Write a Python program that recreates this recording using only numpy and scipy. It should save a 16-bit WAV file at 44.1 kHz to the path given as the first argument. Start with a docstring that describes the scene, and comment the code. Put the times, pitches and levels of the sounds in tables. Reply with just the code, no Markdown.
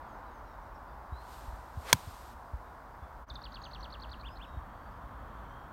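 """A quiet golf course, then a woodside: a far road hums under both, small birds whistle, soft bumps reach the mic.
A golfer swings an iron: his jacket rustles (shaped noise) and the shaft swishes (resonances played at club speed).
The face cracks on the ball (short decaying tones and noise), the head thuds through the turf and grass sprays.
At the woodside a songbird sings two slurs, a trill and a closing flourish, each note a gliding pure tone."""
import sys
import numpy as np
from scipy import signal
from scipy.fft import rfft, irfft
from scipy.io import wavfile
from scipy.ndimage import uniform_filter1d, map_coordinates

SR = 44100
rng = np.random.default_rng(int(sys.argv[2]) if len(sys.argv) > 2 else 0)


def digitize_waveform(pressure):
    """Quantize a signal to 16-bit integers and store it at the path in sys.argv[1].

    Rows of a 2-D input are taken as channels; values are limited to [-1, 1].
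    """
    field = np.atleast_2d(pressure).T
    bounded = np.clip(field, -1, 1)
    quanta = np.round(bounded * 32767).astype(np.int16)
    wavfile.write(sys.argv[1], SR, quanta)


N = 252252
T = np.arange(N) / SR  # time of every sample, s

IMPACT_S = 1.9287  # the club face meets the ball
CHANGE_S = 3.26  # the golf course gives way to the woodside

# tone colour of rustling cloth, also used for the spray of grass: f/Hz, relative level/dB
CLOTH_COLOUR = [(900, -20), (2000, -4), (4000, -2), (6500, -7), (8700, -5.5), (10400, -12.5), (13000, -6),
                (15500, -18)]


def undb(db):
    """Turn decibels into a gain."""
    return 10 ** (np.asarray(db) / 20)


def unit(x):
    """Scale a sound to an rms (average strength) of 1."""
    return x / np.sqrt(np.mean(x ** 2))


def add(out, s, x):
    """Mix x into out from time s (in seconds) on."""
    i = int(round(s * SR))
    out[i:i + len(x)] += x[:N - i]


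def curve(rows, column=1):
    """One column of a table, joined by straight lines in time."""
    return np.interp(T, [row[0] for row in rows], [row[column] for row in rows])


def noise(points, size=N):
    """Noise of rms 1 whose spectrum follows (f/Hz, relative level/dB) points."""
    hz, db = np.transpose(points)
    bins_hz = np.fft.rfftfreq(size, 1 / SR)
    gain = undb(np.interp(np.log(bins_hz + 1), np.log(hz), db))
    white = rng.standard_normal(size)
    return unit(irfft(rfft(white) * gain, size))


def band(x, hz, width_hz):
    """Let through the part of a sound near one pitch, with gain 1 at the centre."""
    b, a = signal.iirpeak(hz, hz / width_hz, fs=SR)
    return signal.lfilter(b, a, x)


def walk(rate):
    """Smooth random wander of rms 1 that heads for a new value `rate` times a second."""
    hold = int(SR / rate)
    steps = np.repeat(rng.standard_normal(N // hold + 1), hold)[:N]
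    return unit(uniform_filter1d(steps, hold))


def fade(t60, delay_s=0):
    """One second of decay that starts after a delay and falls by 60 dB every t60 seconds."""
    age = T[:SR] - delay_s
    return (age >= 0) * np.exp(-np.log(1000) * np.abs(age) / t60)


def thud(hz, rise_s, drop, drop_s):
    """A soft blow of peak near 1: it swells for rise_s while its pitch sinks towards hz."""
    t = T[:SR // 4]
    pitch = hz * (1 + drop * np.exp(-t / drop_s))
    swell = t / rise_s * np.exp(1 - t / rise_s)
    return np.sin(2 * np.pi * np.cumsum(pitch) / SR) * swell


def note(shape, waver=.01):
    """One pure whistle along (t/s, f/Hz, level/dB) points; its pitch wavers a little."""
    s, hz, db = np.transpose(shape)
    t = np.arange(s[0], s[-1], 1 / SR)
    wobble = np.interp(t, np.linspace(0, .4, 100) + s[0], rng.standard_normal(100))
    glide = uniform_filter1d(np.interp(t, s, hz), size=64)
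    pitch = glide * (1 + waver * wobble)
    return undb(np.interp(t, s, db)) * np.sin(2 * np.pi * np.cumsum(pitch) / SR)


def trees(x, t60):
    """Sound scattered back by trunks and leaves: many random echoes that die away."""
    echo = rng.standard_normal(SR) * fade(t60, 0.01)
    return signal.oaconvolve(x, echo / np.linalg.norm(echo))[:N]


def outdoors(swell_db=0.65, course_db=-50, woodside_db=-50, course_rumble_db=-52,
             woodside_rumble_db=-49.0, hiss_db=-74):
    """The far road swells a little; a low rumble of moving air lies under it and a fine hiss above."""
    # road and woods heard on the golf course: f/Hz, relative level/dB
    course = [(88, -44.5), (150, -16), (192, -14), (226, -9.5), (413, -14), (451, -14.5), (507, -11),
              (967, -2.5), (1200, -8), (1480, -11.5), (2660, -33), (5000, -39), (6500, -64.5),
              (11000, -120)]
    # road and woods heard at the woodside: f/Hz, relative level/dB
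    woodside = [(88, -30), (150, -4), (274, -4), (395, -12.5), (613, -5), (799, -4), (1060, -0.5),
                (1710, -11.5), (2300, -25), (2950, -29), (3170, -24.5), (3950, -34), (4580, -34.5),
                (5000, -49), (6500, -71), (11000, -120)]
    # low rumble of moving air: f/Hz, relative level/dB
    rumble_colour = [(15, -38.5), (28, -15), (40, -6.5), (52, -1), (68, -5), (85, -13.5), (130, -15.5),
                     (220, -36), (600, -80)]
    # fine high hiss: f/Hz, relative level/dB
    hiss_colour = [(2500, -11.5), (5500, 0.5), (7700, -3), (9200, -2), (10400, -6.5), (12000, -1.5),
                   (13700, 0.5), (15500, -2)]
    before = T < CHANGE_S
    road = np.where(before, undb(course_db) * noise(course), undb(woodside_db) * noise(woodside))
    road = road * undb(swell_db * walk(2.5))
    rumble = noise(rumble_colour) * undb(np.where(before, course_rumble_db, woodside_rumble_db))
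    return road + rumble + undb(hiss_db) * noise(hiss_colour)


def seesaw(count, start_s=.085, period_s=.222, length_s=.095, level_db=-76):
    """Whistle rows for one far bird that see-saws between a high and a low falling note on an even beat."""
    # the two notes of one call: t/s after the call starts, start f/Hz, end f/Hz
    pair = [(0, 6700, 5950), (.145, 4150, 3600)]
    rows = []
    for k in range(count):
        for lag, start_hz, end_hz in pair:
            rows.append((start_s + k * period_s + lag, length_s, start_hz, end_hz, level_db))
    return rows


def chorus(count, low_hz=3400, high_hz=6600, typical_s=.075, fall_octaves=.13, level_db=-78):
    """Whistle rows for faint, mostly falling calls at random times and pitches, spread over the whole sound."""
    rows = []
    for k, (when, pitch, length, glide) in enumerate(rng.random((count, 4))):
        start_s = (k + when) / count * T[-1]
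        hz = low_hz * (high_hz / low_hz) ** pitch
        fall = fall_octaves * (2 * glide - .5)  # below zero the call rises
        rows.append((start_s, typical_s * (.5 + length), hz, hz / 2 ** fall, level_db))
    return rows


def far_birds(direct_db=0, echo_db=-4, flutter_db=3):
    """Thin gliding whistles that flutter on their way through the air and echo off trees."""
    # the clearest far whistles: t/s, length/s, start f/Hz, end f/Hz, level before flutter and echo/dB
    whistles = [(.748, .021, 6000, 4723, -70), (.879, .025, 4550, 4924, -70), (1.118, .11, 3750, 4350, -65),
                (3.6, .1, 6750, 5950, -69), (3.785, .035, 6200, 5700, -68.5),
                (4.285, .07, 4880, 5200, -67.5), (4.441, .14, 3850, 3668, -69.5),
                (4.7, .28, 4450, 4720, -78), (5.462, .2, 3100, 3320, -70)]
    out = np.zeros(N)
    for s, length, start_hz, end_hz, db in whistles + seesaw(count=2) + chorus(count=22):
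        middle_hz = (start_hz + end_hz) / 2
        shape = [(0, start_hz, -8), (length / 2, middle_hz, 0), (length, end_hz, -8)]
        add(out, s, undb(db) * note(shape, waver=0.0116))
    out = out * undb(flutter_db * walk(140))
    return undb(direct_db) * out + undb(echo_db) * trees(out, t60=.3)


def bumps():
    """Dull low bumps on the microphone: short low tones that sink in pitch."""
    # each bump: t/s, level/dB, f it sinks towards/Hz
    bump_rows = [(1.122, -31.5, 60), (1.479, -33.5, 46), (1.529, -36, 50), (1.772, -30, 68),
                 (2.072, -36, 77.5), (2.535, -28.5, 56.3), (3.02, -38.5, 61), (3.311, -37, 52),
                 (4.569, -32.5, 65.7)]
    out = np.zeros(N)
    for s, db, hz in bump_rows:
        add(out, s, undb(db) * thud(hz, rise_s=.008, drop=1.0, drop_s=0.0044))
    return out


def jacket(grain_db=0.5, rise_db_per_s=90, finish_s=2.34, finish_db=-9):
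    """Smooth fabric slides over itself in small catches: it swells with each turn of the body and dies away."""
    # turns in the backswing and the stroke: t of the fastest moment/s, level there before grain/dB, fade/(dB/s)
    turns = [(1.335, -59, 36), (1.9, -55.5, 19)]
    power = 0
    for s, db, fade_db_per_s in turns:
        below_peak_db = np.maximum(rise_db_per_s * (s - T), fade_db_per_s * (T - s))
        power = power + undb(db - below_peak_db) ** 2
    # the body stops in the finish and the rubbing drops
    stopped = np.clip((T - finish_s) / .02 + .5, 0, 1)
    return noise(CLOTH_COLOUR) * np.sqrt(power) * undb(finish_db * stopped + grain_db * walk(130))


def swish():
    """Eddies (small whirls of air) whistle higher the faster the club moves, loudest as it passes nearest the mic."""
    # air rushing round the club: t/s, level/dB, speed relative to the fastest
    swing = [(1.82, -66, 0.59), (1.855, -52, 0.78), (1.88, -46, 0.98), (1.902, -38.5, 0.9674),
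             (1.915, -46, 0.91), (1.928, -46, 1), (1.95, -56.5, 0.83), (1.99, -68, 0.5596)]
    # eddies shed by head and shaft at full speed: f/Hz, width/Hz, relative level/dB
    eddy_bands = [(540, 120, 2), (1250, 700, -2), (1880, 1100, -10), (3350, 1000, -13.5),
                  (7000, 8900, -22.5)]
    eddies = unit(sum(undb(db) * band(rng.standard_normal(SR), hz, width) for hz, width, db in eddy_bands))
    moving = (T > swing[0][0]) & (T < swing[-1][0])
    # like a tape: a faster club plays the eddies faster, so their pitch rises
    travel = np.cumsum(curve(swing, column=2)[moving])
    out = np.zeros(N)
    out[moving] = map_coordinates(eddies, [travel], mode="wrap") * undb(curve(swing)[moving])
    return out


def strike(ring_db=-14.0, snap_db=-4, snap_t60=.004, snap_s=.0001, crack_db=-20, crack_t60=0.024,
           ground_db=0, ground_s=0.0022, knock_db=-14.5, air_db=-50, air_t60=0.29):
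    """Face meets ball: a hard snap starts short modes and a crack, repeated off the ground, with a faint tail."""
    # ring of club head and ball: f/Hz, relative level/dB, time to fall 60 dB/s
    club_modes = [(955, -4, .024), (1575, -2, .02), (2235, 1, .013), (2590, -10, .016), (3280, -1, .015),
                  (3440, -3, .015), (4215, -3, .017), (4720, -2, .017), (5125, -3, .017), (6085, -1, .016),
                  (6680, -2, .016), (8300, -13, .016), (8550, -9, .015), (8910, -11, .016),
                  (10820, -17, .016), (12620, -19, .015), (13320, -17, .016), (14560, -17, .016)]
    t = T[:SR]
    ring = 0
    for k, (hz, db, t60) in enumerate(club_modes):
        # neighbouring modes swing in opposite directions
        ring = ring + (-1) ** k * undb(db) * fade(t60) * np.sin(2 * np.pi * hz * t)
    # the face flexes for only a few cycles while the ball is pressed against it
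    flex_modes = [(3300, -3), (5600, -2.5), (8500, -6.5), (13000, -8)]
    flex = sum(undb(db) * np.sin(2 * np.pi * hz * (t - snap_s)) for hz, db in flex_modes)
    snap = flex * fade(snap_t60, snap_s)
    grit = noise([(250, -14), (600, -2), (1100, 1.5), (2200, -3.5), (3500, 1), (6500, -2.5),
                  (10000, -3.5), (15500, -6)], size=SR)
    crack = grit * (fade(crack_t60) + undb(ground_db) * fade(.011, ground_s))
    # a 990 Hz knock follows as the hit bounces off the ground
    knock = fade(0.01978, ground_s) * np.sin(2 * np.pi * 990 * t)
    tail = noise([(200, -26), (1000, 5), (3000, -6), (15000, -13.5)], size=SR) * fade(air_t60)
    hit = undb(ring_db) * ring + undb(snap_db) * snap + undb(crack_db) * crack
    hit = hit + undb(knock_db) * knock + undb(air_db) * tail
    out = np.zeros(N)
    add(out, IMPACT_S, hit)
    return out


def turf(thud_db=-25.5, shake_db=-39, spray_db=-54, spray_t60=0.27):
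    """The head digs into the ground, which thuds and shakes, and throws up crumbs of soil and grass."""
    out = np.zeros(N)
    # fast random level changes make the noise crumbly
    crumbs = unit(noise(CLOTH_COLOUR, size=SR) * undb(3 * walk(900)[:SR]))
    add(out, IMPACT_S, undb(spray_db) * crumbs * fade(spray_t60))
    add(out, IMPACT_S + .005, undb(thud_db) * thud(hz=67, rise_s=.006, drop=2.5, drop_s=0.0081))
    add(out, IMPACT_S + 0.012, undb(shake_db) * thud(hz=139.7, rise_s=0.0091, drop=2.1, drop_s=0.0072))
    return out


def phrase(name, count, lag_s=0):
    """(t/s, level/dB) of each syllable: an even beat that grows softer, with lag_s added to its first step."""
    # phrases of one repeated syllable: start t/s, rate/(syllables/s), first level/dB, fade/(dB/syllable)
    song = {"slur": (3.2997, 18.2, -38, .4), "trill": (3.4446, 10.47, -39, .35),
            "arch": (4.272, 6.235, -43, 2)}
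    start, rate, db, fade_db = song[name]
    return [(start + k / rate + lag_s * (k > 0), db - fade_db * k) for k in range(count)]


def songbird(echo_db=-13.5, echo_t60=0.36, flick_lead_s=.022, flick_db=-11, tip_lead_s=.06, tip_db=-5.5):
    """Two slurs, a quick trill and two arched closing notes, echoed by the wood."""
    # syllable shapes by name: t from the syllable's reference moment/s, f/Hz, relative level/dB
    syllables = { "slur": [(-.016, 5560, -26), (-.006, 6650, -26), (-.002, 5560, -31), (.001, 4560, -6),
                 (.005, 3750, -4.5), (.012, 3494, -8), (.016, 3400, -30)], "flick": [(-.009, 5000, -37),
                 (-.004, 4550, 0), (0, 3554, -8.5), (.004, 4930, -9), (.008, 5900, -16), (.010, 6200, -24)],
                 "trill": [(-.012, 3240, -37), (-.005, 4097, -7), (.002, 4620, -6.5), (.006, 5280, -33),
                 (.009, 4201, -4), (.011, 3560, -10), (.019, 3150, -10), (.026, 2679, -11.5),
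                 (.029, 2317, -37)], "tip": [(-.017, 4530, -15), (-.012, 4080, -5), (-.008, 3510, -20.5),
                 (0, 4490, -1), (.004, 3950, -6.5), (.007, 3700, -24)], "arch": [(-.04, 2234, -18),
                 (-.024, 2543, -11), (-.01, 3186, -5), (0, 3640, -7), (.01, 3250, -8), (.019, 2690, -10),
                 (.024, 2350, -20)]}
    notes = [("slur", s, db) for s, db in phrase("slur", count=2)]
    # a faint flick leads into each trill note
    for s, db in phrase("trill", count=8, lag_s=.008):
        notes += [("flick", s - flick_lead_s, db + flick_db), ("trill", s, db)]
    # and a short tip into each arch
    for s, db in phrase("arch", count=2):
        notes += [("tip", s - tip_lead_s, db + tip_db), ("arch", s, db)]
    out = np.zeros(N)
    for name, s, db in notes:
        shape = syllables[name]
        add(out, s + shape[0][0], undb(db) * note(shape))
    return out + undb(echo_db) * trees(out, echo_t60)


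def scene():
    """All sources at one microphone."""
    air = outdoors() + far_birds() + bumps()
    golfer = jacket() + swish() + strike() + turf()
    return (air + golfer + songbird())[None]


def record(dry):
    """The level dips briefly as the background changes; the highest peaks flatten and the top is cut."""
    dip = np.clip(np.abs(T - CHANGE_S) / .035, .12, 1)
    flattened = np.clip(dry * dip, -.9, .9)
    top_cut = signal.ellip(10, .1, 70, 15950, fs=SR, output="sos")  # steep low-pass at 15950 Hz
    return signal.sosfilt(top_cut, flattened)


dry = scene()
out = record(dry)
digitize_waveform(out)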